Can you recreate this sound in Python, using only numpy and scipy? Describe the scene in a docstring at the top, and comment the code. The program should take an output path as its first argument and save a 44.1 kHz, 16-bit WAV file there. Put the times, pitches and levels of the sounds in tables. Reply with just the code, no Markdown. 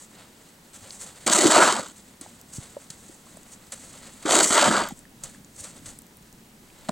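"""Soft wind, microphone hiss and a jacket's rustle open the scene; flakes soon tick on a small camera in falling snow.
Boots shuffle and scuff, the shovel knocks, and its plastic blade is pushed twice over snowy paving a few metres off.
Wind and rustle are filtered noise and clicks in swells; ticks and knocks are short damped tones.
In each push, grit clicks are heard direct and as rasp, and separate chatter rings the lower blade modes;
catches on the edge jolt them all, and a last knock on the blade ends the scene."""
import sys
import numpy as np
from scipy import signal
from scipy.fft import rfft, irfft, next_fast_len
from scipy.io import wavfile
from scipy.ndimage import uniform_filter1d

SR = 44100
rng = np.random.default_rng(int(sys.argv[2]) if len(sys.argv) > 2 else 0)


def put_to_file(sound):
    """Save the sound as 16-bit audio at rate SR, in the file named by the first command-line argument."""
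    columns = np.atleast_2d(sound).T  # one column per channel
    safe = np.clip(columns, -1, 1)
    whole_steps = np.round(safe * 32767)
    wavfile.write(sys.argv[1], SR, whole_steps.astype(np.int16))


N = 304767

SIZE = next_fast_len(N + 4096)
BINS_HZ = np.maximum(np.arange(SIZE // 2 + 1) * SR / SIZE, 1)
CREST_DB = 9  # allowance for peaks of a noisy burst over its rms


def undb(db):
    """Gain of a level in dB."""
    return 10 ** (np.asarray(db) / 20)


def unit(x):
    """Scaled to rms 1."""
    return x / np.sqrt(np.mean(x ** 2))


def over_hz(table):
    """A (Hz, value) table read at every bin, linear in log frequency."""
    hz, value = np.transpose(table)
    return np.interp(np.log(BINS_HZ), np.log(np.maximum(hz, 1)), value)


def colour(x, table):
    """Causal minimum-phase filter with the given (Hz, dB) gain, from the folded cepstrum."""
    cepstrum = irfft(over_hz(table) * np.log(10) / 20, SIZE)
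    cepstrum[1:SIZE // 2] *= 2
    cepstrum[SIZE // 2 + 1:] = 0
    response = np.exp(rfft(cepstrum))
    return irfft(rfft(x, SIZE) * response, SIZE)[:N]


def walk(rate_hz):
    """Random levels held 1 / rate_hz, slewed by two moving averages; rms 1."""
    hold = int(SR / rate_hz)
    steps = np.repeat(rng.standard_normal(N // hold + 1), hold)
    return unit(uniform_filter1d(uniform_filter1d(steps, hold), hold)[:N])


def grains(rate_hz, spread_db, bed):
    """Dense random clicks of uneven but bounded size over a bed of hiss."""
    size = undb(spread_db * np.minimum(rng.exponential(size=N), 4.5))
    clicks = (rng.random(N) < rate_hz / SR) * size * rng.choice([-1, 1], N)
    return unit(unit(clicks) + bed * rng.standard_normal(N))


def curves(tables):
    """Level column (silent outside the tables) and columns relative to it, as gains per sample."""
    out = np.zeros((len(tables[0][0]) - 1, N))
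    for table in tables:
        s, db, *relative_db = np.transpose(table)
        span = np.arange(max(int(s[0] * SR), 0), min(int(s[-1] * SR), N))
        out[:, span] += undb([np.interp(span / SR, s, db + rel) for rel in [0, *relative_db]])
    return out


def bursts(starts_s, dbs, fades_s, rise_s):
    """Gain envelope: a quick exponential rise at each start under a 60 dB fade."""
    out = np.zeros(N)
    for s, db, fade_s in zip(starts_s, dbs, np.broadcast_to(fades_s, len(starts_s))):
        i = int(s * SR)
        t = np.arange(min(N - i, int(fade_s * SR))) / SR
        out[i:i + len(t)] += undb(db - 60 * t / fade_s) * (1 - np.exp(-t / rise_s))
    return out


def swells(peaks_s, dbs, rises_s, falls_s):
    """Gain envelope: the level climbs steadily to each rounded peak and sinks again."""
    round_db = -1  # how far the top is rounded off
    t, out = np.arange(N) / SR, np.zeros(N)
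    for s, db, rise_s, fall_s in zip(peaks_s, dbs, rises_s, falls_s):
        span = slice(max(int((s - 2 * rise_s) * SR), 0), int((s + 2 * fall_s) * SR))
        lag = t[span] - s
        drop_db = 20 * lag / np.where(lag < 0, rise_s, fall_s)
        out[span] += undb(db + round_db - np.hypot(round_db, drop_db))
    return out


def pings(table, fades_s, rough_rad):
    """Short decaying tones, their phase roughened by random stretches of rough_rad."""
    out = np.zeros(N)
    seeds = rng.integers(0, N // 2, len(table))
    for (s, db, hz, *_), fade_s, seed in zip(table, fades_s, seeds):
        i = int(s * SR)
        t = np.arange(min(N - i, int(fade_s * SR))) / SR
        phase = 2 * np.pi * hz * t + rough_rad[seed:seed + len(t)] - rough_rad[seed]
        out[i:i + len(t)] += undb(db - 60 * t / fade_s) * np.sin(phase) * (1 - np.exp(-t * hz * 2))
    return out


def air():
    """Wind and hiss as coloured noise; the bass swells in gusts, part of the midrange differs between the ports."""
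    # spectrum shape: freq_hz, level_db (per Hz)
    air_spectrum = [(35, -10), (60, -7.5), (118, -6.5), (212, -1), (503, -14), (566, -16), (946, -16),
                    (1140, -20.5), (1950, -20.5), (2250, -23), (4530, -24.5), (7750, -23), (11300, -26.5),
                    (14900, -28.5), (16000, -24)]
    # side re mid: freq_hz, level_db
    air_side = [(60, -53), (110, -32.5), (200, -24), (380, -10.5), (700, -3.5), (1290, -1), (2380, -1),
                (4400, -4), (8120, -14.5), (15000, -10)]
    level_db = -51  # mid rms
    gust = undb(1.4 * walk(1.24) + 2.0 * walk(9.9))
    mid, side = rng.standard_normal((2, N))
    bass = signal.lfilter(*signal.butter(2, 400, fs=SR), mid)
    mid = colour(mid + bass * (gust - 1), air_spectrum)
    side = colour(colour(side, air_spectrum), air_side)
    return undb(level_db) / np.std(mid) * np.array([mid + side, mid - side])


def buffet():
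    """Wind buffeting the ports: low pressure noise, unrelated at the two."""
    # time_s, level_db
    buffet_levels = [
        [(0.0, -72), (0.02, -81), (1.19, -76), (1.59, -56), (1.75, -89), (4.94, -57), (5.16, -69), (5.27, -51),
         (5.37, -69), (5.79, -64), (5.87, -50), (5.96, -66), (6.2, -80), (6.91, -59)],
    ]
    band = signal.butter(2, [9, 56], "band", fs=SR, output="sos")
    gust = undb(1.8 * walk(5))
    pressure = [unit(signal.sosfilt(band, noise)) for noise in rng.standard_normal((2, N))]
    return curves(buffet_levels) * gust * pressure


def shuffle():
    """Cloth swishes, snow crunches in fine grains and packs with a duller creak, bursting at each scuff."""
    # jacket and boots: peak_s, swish_db, rise_s, fall_s (slopes over 20 dB), crunch_re_swish_db
    rustles = [(.032, -45.5, 0.2, .05, -13), (.17, -55.5, 0.075, 0.26, 3), (.5, -60, 0.036, 0.029, -4),
               (.745, -53, 0.035, 0.11, -12), (.87, -55, 0.13, 0.11, 0), (.93, -45, 0.11, 0.23, -14),
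               (1.016, -37, 0.024, 0.097, -12), (1.08, -64.5, 0.15, 0.21, 9.5),
               (1.18, -49, 0.04, 0.21, -3.5), (1.97, -52, 0.24, 0.11, -8.5), (2.11, -67, 0.051, 0.051, -18),
               (2.3, -70, 0.26, 0.16, 1), (2.564, -34.5, 0.053, 0.045, -17), (2.63, -43, 0.042, 0.14, -5),
               (2.817, -50.5, 0.044, .1, -10), (2.98, -57, 0.067, .08, -13), (3.05, -51, 0.074, 0.11, -11),
               (3.14, -49.5, 0.054, 0.065, -21), (3.27, -53, 0.06, 0.25, -5.5),
               (3.536, -42, 0.056, 0.022, -14.5), (3.73, -45.5, 0.022, 0.065, -9),
               (3.84, -49.5, 0.056, 0.076, -9), (3.95, -47, 0.13, 0.13, -7.5),
               (4.04, -55, 0.086, 0.077, 3.5), (4.09, -53, 0.068, 0.9, -5),
               (4.227, -47.5, 0.016, 0.24, -1.5), (4.976, -46, 0.027, 0.032, -17),
               (5.244, -46.5, 0.038, 0.037, -8), (5.596, -35, 0.042, 0.079, -17.5),
               (5.645, -41, 0.021, 0.11, -6), (5.78, -54, 0.048, 0.037, -4),
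               (5.874, -37, 0.027, 0.057, -11), (6.8, -60.5, 0.17, 0.54, 3.5)]
    # boot or blade: start_s, peak_db, crunch_re_peak_db, fade_s (60 dB)
    scuffs = [(0.732, -34.5, -8, 0.077), (2.2113, -18, -22, 0.023), (2.5247, -41, -22, 0.05),
              (2.9014, -25, -11, 0.038), (3.72, -21, -17, 0.043), (5.2357, -19.5, -20, 0.041),
              (5.5608, -38, -16, 0.039), (5.857, -27.5, -7, 0.057)]
    # spectrum shapes: freq_hz, level_db (per Hz)
    swish_spectrum = [(2650, -33), (4500, -13), (5510, -8), (5900, -2.5), (8200, 3), (9770, -9),
                      (10700, -9.5), (12200, -22.5), (16000, -22)]
    crunch_spectrum = [(790, -17.5), (1350, 0.5), (1990, 2.5), (2440, -1.5), (2640, -0.5), (4270, -0.5),
                       (5200, -5.5), (6760, -13), (11400, -120)]
    pack_spectrum = [(250, -32.5), (430, -9.5), (537, 0), (687, -5), (740, -3.5), (1400, -13), (1820, -39),
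                     (3080, -120)]
    stir_db, stir_crunch_db = -64.5, -3.5  # faint rustle that never stops; its crunch re swish
    settle_db, settle_s = -15.5, 0.36  # loose snow settling: re scuff peak; 60 dB fade
    pack_db = -2.5  # re crunch

    peak_s, swish_db, rise_s, fall_s, share_db = np.transpose(rustles)
    s, db, crunch_db, fade_s = np.transpose(scuffs)

    def settle(peak_db):
        """Gain of loose snow settling after each scuff."""
        return bursts(s, peak_db + settle_db - CREST_DB, settle_s, 0.0026)

    bed = undb(stir_db + 2.9 * walk(11))
    swish_gain = bed + swells(peak_s, swish_db, rise_s, fall_s) + settle(db)
    crunch_gain = bed * undb(stir_crunch_db) + swells(peak_s, swish_db + share_db, rise_s, fall_s)
    crunch_gain = crunch_gain + settle(db - 6.5)
    scuff_swish = bursts(s, db - CREST_DB, fade_s, 0.001)
    scuff_crunch = bursts(s, db + crunch_db - CREST_DB, fade_s, 0.00079)

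    stir = 1.4 * walk(45)
    fine = unit(grains(rate_hz=2800, spread_db=2.0, bed=1.46) * undb(stir + 2.0 * walk(150)))
    coarse = unit(grains(rate_hz=600, spread_db=2.5, bed=1.0) * undb(stir + 1.16 * walk(80)))
    swish = unit(colour(fine, swish_spectrum)) * (swish_gain + scuff_swish)
    crunch = unit(colour(fine + coarse, crunch_spectrum)) * (crunch_gain + scuff_crunch)
    pack = unit(colour(coarse, pack_spectrum)) * crunch_gain * undb(pack_db)
    return swish + crunch + pack


def ticks():
    """Flakes and ice grains tick, and a bright ring colours the scuff at 2.9 s: rough short tones with a sparkle."""
    # start_s, peak_db, pitch_hz, sparkle_re_peak_db
    tick_table = [(0.1286, -49, 7390, -18), (0.9064, -24.5, 4200, -36), (0.9068, -28, 5560, -30),
                  (1.8844, -32, 7700, -10), (2.4134, -34.5, 7300, -3), (2.4854, -49, 7500, -11),
                  (2.9028, -24, 6870, -24), (2.905, -26, 4350, -30), (3.3714, -33, 8500, -22),
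                  (3.432, -36.5, 7650, -25), (3.669, -40, 6790, -10), (4.1294, -40, 7250, -25),
                  (4.8877, -30, 7850, 3), (4.991, -32, 8700, -25), (5.4465, -35, 7000, -23),
                  (5.7797, -39, 7350, -23), (5.9886, -27.5, 9100, -22), (6.0194, -39, 8060, 0),
                  (6.0664, -43, 6880, -2), (6.1704, -38.5, 9310, -1), (6.2254, -44, 7410, -4),
                  (6.3273, -38.5, 7400, -5), (6.6827, -56, 7250, -18), (6.7014, -41, 3100, -26),
                  (6.788, -43, 7060, -11), (6.8544, -43, 1290, -14)]
    sparkle_hz = 14000
    fades_s = np.full(len(tick_table), 0.009)
    sparkle = [(s, db + top_db, sparkle_hz) for s, db, hz, top_db in tick_table]
    return pings(tick_table, fades_s, 1.43 * walk(3000)) + pings(sparkle, fades_s, 1.3 * walk(3000))


def knocks():
    """Dull knocks, and two short ticks near 1.8 kHz: a few cycles of a damped mode and an overtone."""
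    # start_s, peak_db, pitch_hz, fade_s (60 dB)
    knock_table = [(0.818, -38, 109, 0.086), (2.213, -29.5, 295, 0.033), (2.262, -29.5, 820, 0.015),
                   (2.583, -13, 142, 0.028), (2.767, -21, 560, 0.034), (2.902, -30, 151, 0.041),
                   (3.095, -28, 295, 0.023), (3.268, -43, 1100, 0.03), (3.37, -32, 607, 0.019),
                   (4.908, -27.5, 810, 0.028), (4.921, -21, 153, 0.029), (5.053, -37, 1830, 0.013),
                   (5.347, -37.5, 1720, 0.014), (5.236, -37, 159, 0.084), (5.266, -35, 75, 0.076),
                   (5.601, -34, 89.5, .08), (5.865, -36, 80, 0.07), (6.89, -12.5, 239, 0.036),
                   (6.89, -22, 700, 0.025)]
    fades_s = np.transpose(knock_table)[3]
    rough_rad = 0.76 * walk(130)
    overtones = [(s, db - 16.5, 1.67 * hz) for s, db, hz, fade_s in knock_table]
    thuds = pings(knock_table, fades_s, rough_rad) + pings(overtones, 1.06 * fades_s, rough_rad)
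    # the rough phase leaves stray DC and rumble; keep only what lies above about 60 Hz
    return signal.sosfilt(signal.butter(3, 60, "high", fs=SR, output="sos"), thuds)


def push_gains():
    """Gains of grit and rasp, then of the blade's thrum, boom, body and clatter."""
    # one table per push: time_s, grit_db, then re grit: upper_db, low_db, lowest_db (blade modes)
    pushes = [
        [(1.263, -35, -11, -4, -11), (1.267, -21, -8.5, -11, -14), (1.277, -18.5, -6, -17, -24),
         (1.287, -30.5, 4, -3, -5), (1.329, -18.5, -6.5, -14.5, -15), (1.429, -21, -4, -3, -14),
         (1.459, -22, -2, 9, -1), (1.493, -21, -7, -4.5, -11), (1.523, -20.5, 2.5, -7, -18),
         (1.561, -22.5, 6.5, -2.5, -5), (1.633, -21.5, 4, -4, -9.5), (1.799, -36.5, 6, -13, -2),
         (1.835, -41.5, -1, -10, -10), (1.92, -52.5, -4.5, -8, 1)],
        [(4.254, -39.5, 5, 13, -1), (4.328, -19, -5, -8.5, -18), (4.408, -21, -1, -0.5, -13),
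         (4.444, -19.5, -13.5, -10, -12), (4.46, -19, -12, -12, -21), (4.498, -22.5, -17, -19, -24),
         (4.504, -21.5, -7, -20, -15), (4.576, -23, 5.5, -4, -17), (4.686, -23, 4.5, -9, 1),
         (4.698, -29.5, 3, -6.5, -1), (4.774, -30, 10.5, 0.5, 0), (4.854, -39, 5.5, -7, -1),
         (4.892, -45, -0.5, -14, -14), (4.94, -53, -6, -4, 8)],
    ]
    grit, upper, low, lowest = curves(pushes)

    def between(a, b, share, db):
        """Geometric blend of two gains, share being that of b."""
        return undb(db) * a ** (1 - share) * b ** share

    rasp = between(grit, upper, share=0.54, db=-3)
    body = between(upper, low, share=0.38, db=-1)
    return grit, rasp, lowest, low, body, upper


def ring(x, modes, wander_db):
    """Resonances, each filtered twice, with slowly wandering levels of their own."""
    out = 0
    for k, (hz, width_hz, db) in enumerate(modes):
        # each pass is 2.08 widths wide
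        mode = signal.tf2sos(*signal.iirpeak(hz, hz / width_hz / 2.08, fs=SR))
        tone = unit(signal.sosfilt(np.vstack([mode, mode]), x))
        level = np.sqrt(width_hz) * undb(db + wander_db * walk(21.95))
        out = out + (-1) ** k * tone * level
    return unit(out)


def shovel():
    """The edge's grit clicks are heard direct and as rasp; separate chatter rings the lower blade modes."""
    # edge catching in the pushes; last two rows: final knock on the blade: start_s, peak_db, blade_re_peak_db
    catches = [(1.268, -11, -18), (1.277, -7.5, -5.5), (1.298, -2.5, -13), (1.323, -16, -20),
               (1.343, -17, 0), (1.5174, -24, -15), (1.579, -20, 1), (1.6774, -3, -18), (1.724, -1, -21),
               (1.765, -7, -11.5), (1.7947, -12, -4.5), (4.2582, -26, -11), (4.2924, -8, -10),
               (4.3084, -3, -18), (4.3213, -4, -18), (4.349, -10, -43), (4.3574, -28, -21),
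               (4.3644, -32, -13), (4.3874, -9, -16), (4.4014, -9, -25), (4.439, -7, -19),
               (4.506, -2.5, -9), (4.5247, -10, -36), (4.682, -11, -6), (4.7114, -9.5, 4.5),
               (4.7774, -36, -10), (6.8869, -11, -11), (6.8912, -10, -5.5)]
    # spectrum shape: freq_hz, level_db (per Hz)
    grit_spectrum = [(3240, -53), (5500, -9), (6260, -3), (7930, 2), (8450, -3), (9830, -14), (11200, -17),
                     (12600, -30.5), (13300, -30), (15200, -28), (16000, -26.5)]
    # modes of the plastic blade: freq_hz, width_hz, level_db (per Hz, within its group)
    blade_modes = [(162, 91, -6.5), (240, 49, 10.5), (331.7, 54, -3), (397, 75, -7), (539, 97, 0.5),
                   (610, 77, 5), (719, 113, 0), (964, 103, 0.5), (1094, 45, -1), (1226, 155, -0.5),
                   (1450, 113, -3.5), (1612, 130, -4), (1940, 157, 3.5), (2310, 440, -3.5),
                   (2900, 350, -1.5), (3185, 240, 3), (3690, 340, -1), (4420, 680, -1.5), (4690, 120, 3.5),
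                   (5220, 450, -9)]
    # bounds of thrum, boom, body, clatter, rasp: edge_hz
    group_edges = [100, 280, 450, 850, 1800, 5800]
    click_db = -18  # click before its filters, re catch peak

    grit_gain, rasp_gain, *blade_gains = push_gains()
    s, db, blade_db = np.transpose(catches)
    groups = [[m for m in blade_modes if lo < m[0] < hi] for lo, hi in zip(group_edges, group_edges[1:])]
    judder = 0.22 * walk(60)  # the whole blade skips together
    flurry = 2.6 * walk(420)  # stones pass under the edge in flurries of a few milliseconds
    edge = grains(rate_hz=1600, spread_db=2.0, bed=1.0) * undb(judder + flurry)
    snap = bursts(s, db - CREST_DB, 0.011, 0.00036)
    grit = unit(colour(edge, grit_spectrum) * undb(0.32 * walk(90))) * (grit_gain + 0.54 * snap)
    rasp = ring(edge, groups[-1], wander_db=2.0) * (rasp_gain + 0.51 * snap)

    impulses = np.zeros(N)
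    impulses[(s * SR).astype(int)] = undb(db + click_db)
    click_band = signal.butter(2, [900, 5000], "band", fs=SR, output="sos")
    clicks = colour(impulses, grit_spectrum) + signal.sosfilt(click_band, impulses)

    out = grit + rasp + clicks
    jolt = 0.81 * bursts(s, db + blade_db - CREST_DB, 0.029, 0.00067)
    for modes, gain in zip(groups, blade_gains):
        chatter = grains(rate_hz=770, spread_db=0.0, bed=0.97) * undb(judder + 2.4 * walk(120))
        # gains smoothed over a few milliseconds, so that level steps do not click
        out = out + ring(chatter, modes, wander_db=0.17) * uniform_filter1d(gain + jolt, size=130)
    return out


def ports(x):
    """Two close microphone ports: their difference is a weaker, phase-turned copy plus scattered reflections."""
    # side re mid: freq_hz, level_db
    port_side = [(60, -27), (130, -10), (260, -10), (600, -11), (1300, -15), (2400, -16.5), (4400, -12.5),
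                 (6000, -24), (8100, -84), (10500, -4), (13000, -22), (15800, -11)]
    turn_rad = 1.66  # lead of the side signal
    scatter_db, scatter_s = -24, 0.078  # sideways reflections: re side signal; 60 dB fade
    t = np.arange(2048) / SR
    tail = rng.standard_normal(len(t)) * undb(-60 * t / scatter_s)
    scatter = undb(scatter_db) * rfft(tail / np.linalg.norm(tail), SIZE)
    response = undb(over_hz(port_side)) * (np.exp(1j * turn_rad) + scatter)
    side = irfft(rfft(x, SIZE) * response, SIZE)[:N]
    return np.array([x + side, x - side])


def scene():
    """Rustle, ticks, knocks and shovel in front of the ports, over the air and buffeting."""
    return air() + buffet() + ports(shuffle() + ticks() + knocks() + shovel())


def record(dry):
    """The camera rounds the loudest peaks and cuts the top steeply."""
    rounded = np.tanh(0.86 * dry) / 0.96
    top_cut = signal.ellip(12, 0.2, 75, 15900, fs=SR, output="sos")  # order, ripple dB, stop dB, Hz
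    return signal.sosfilt(top_cut, rounded)


dry = scene()
out = record(dry)
put_to_file(out)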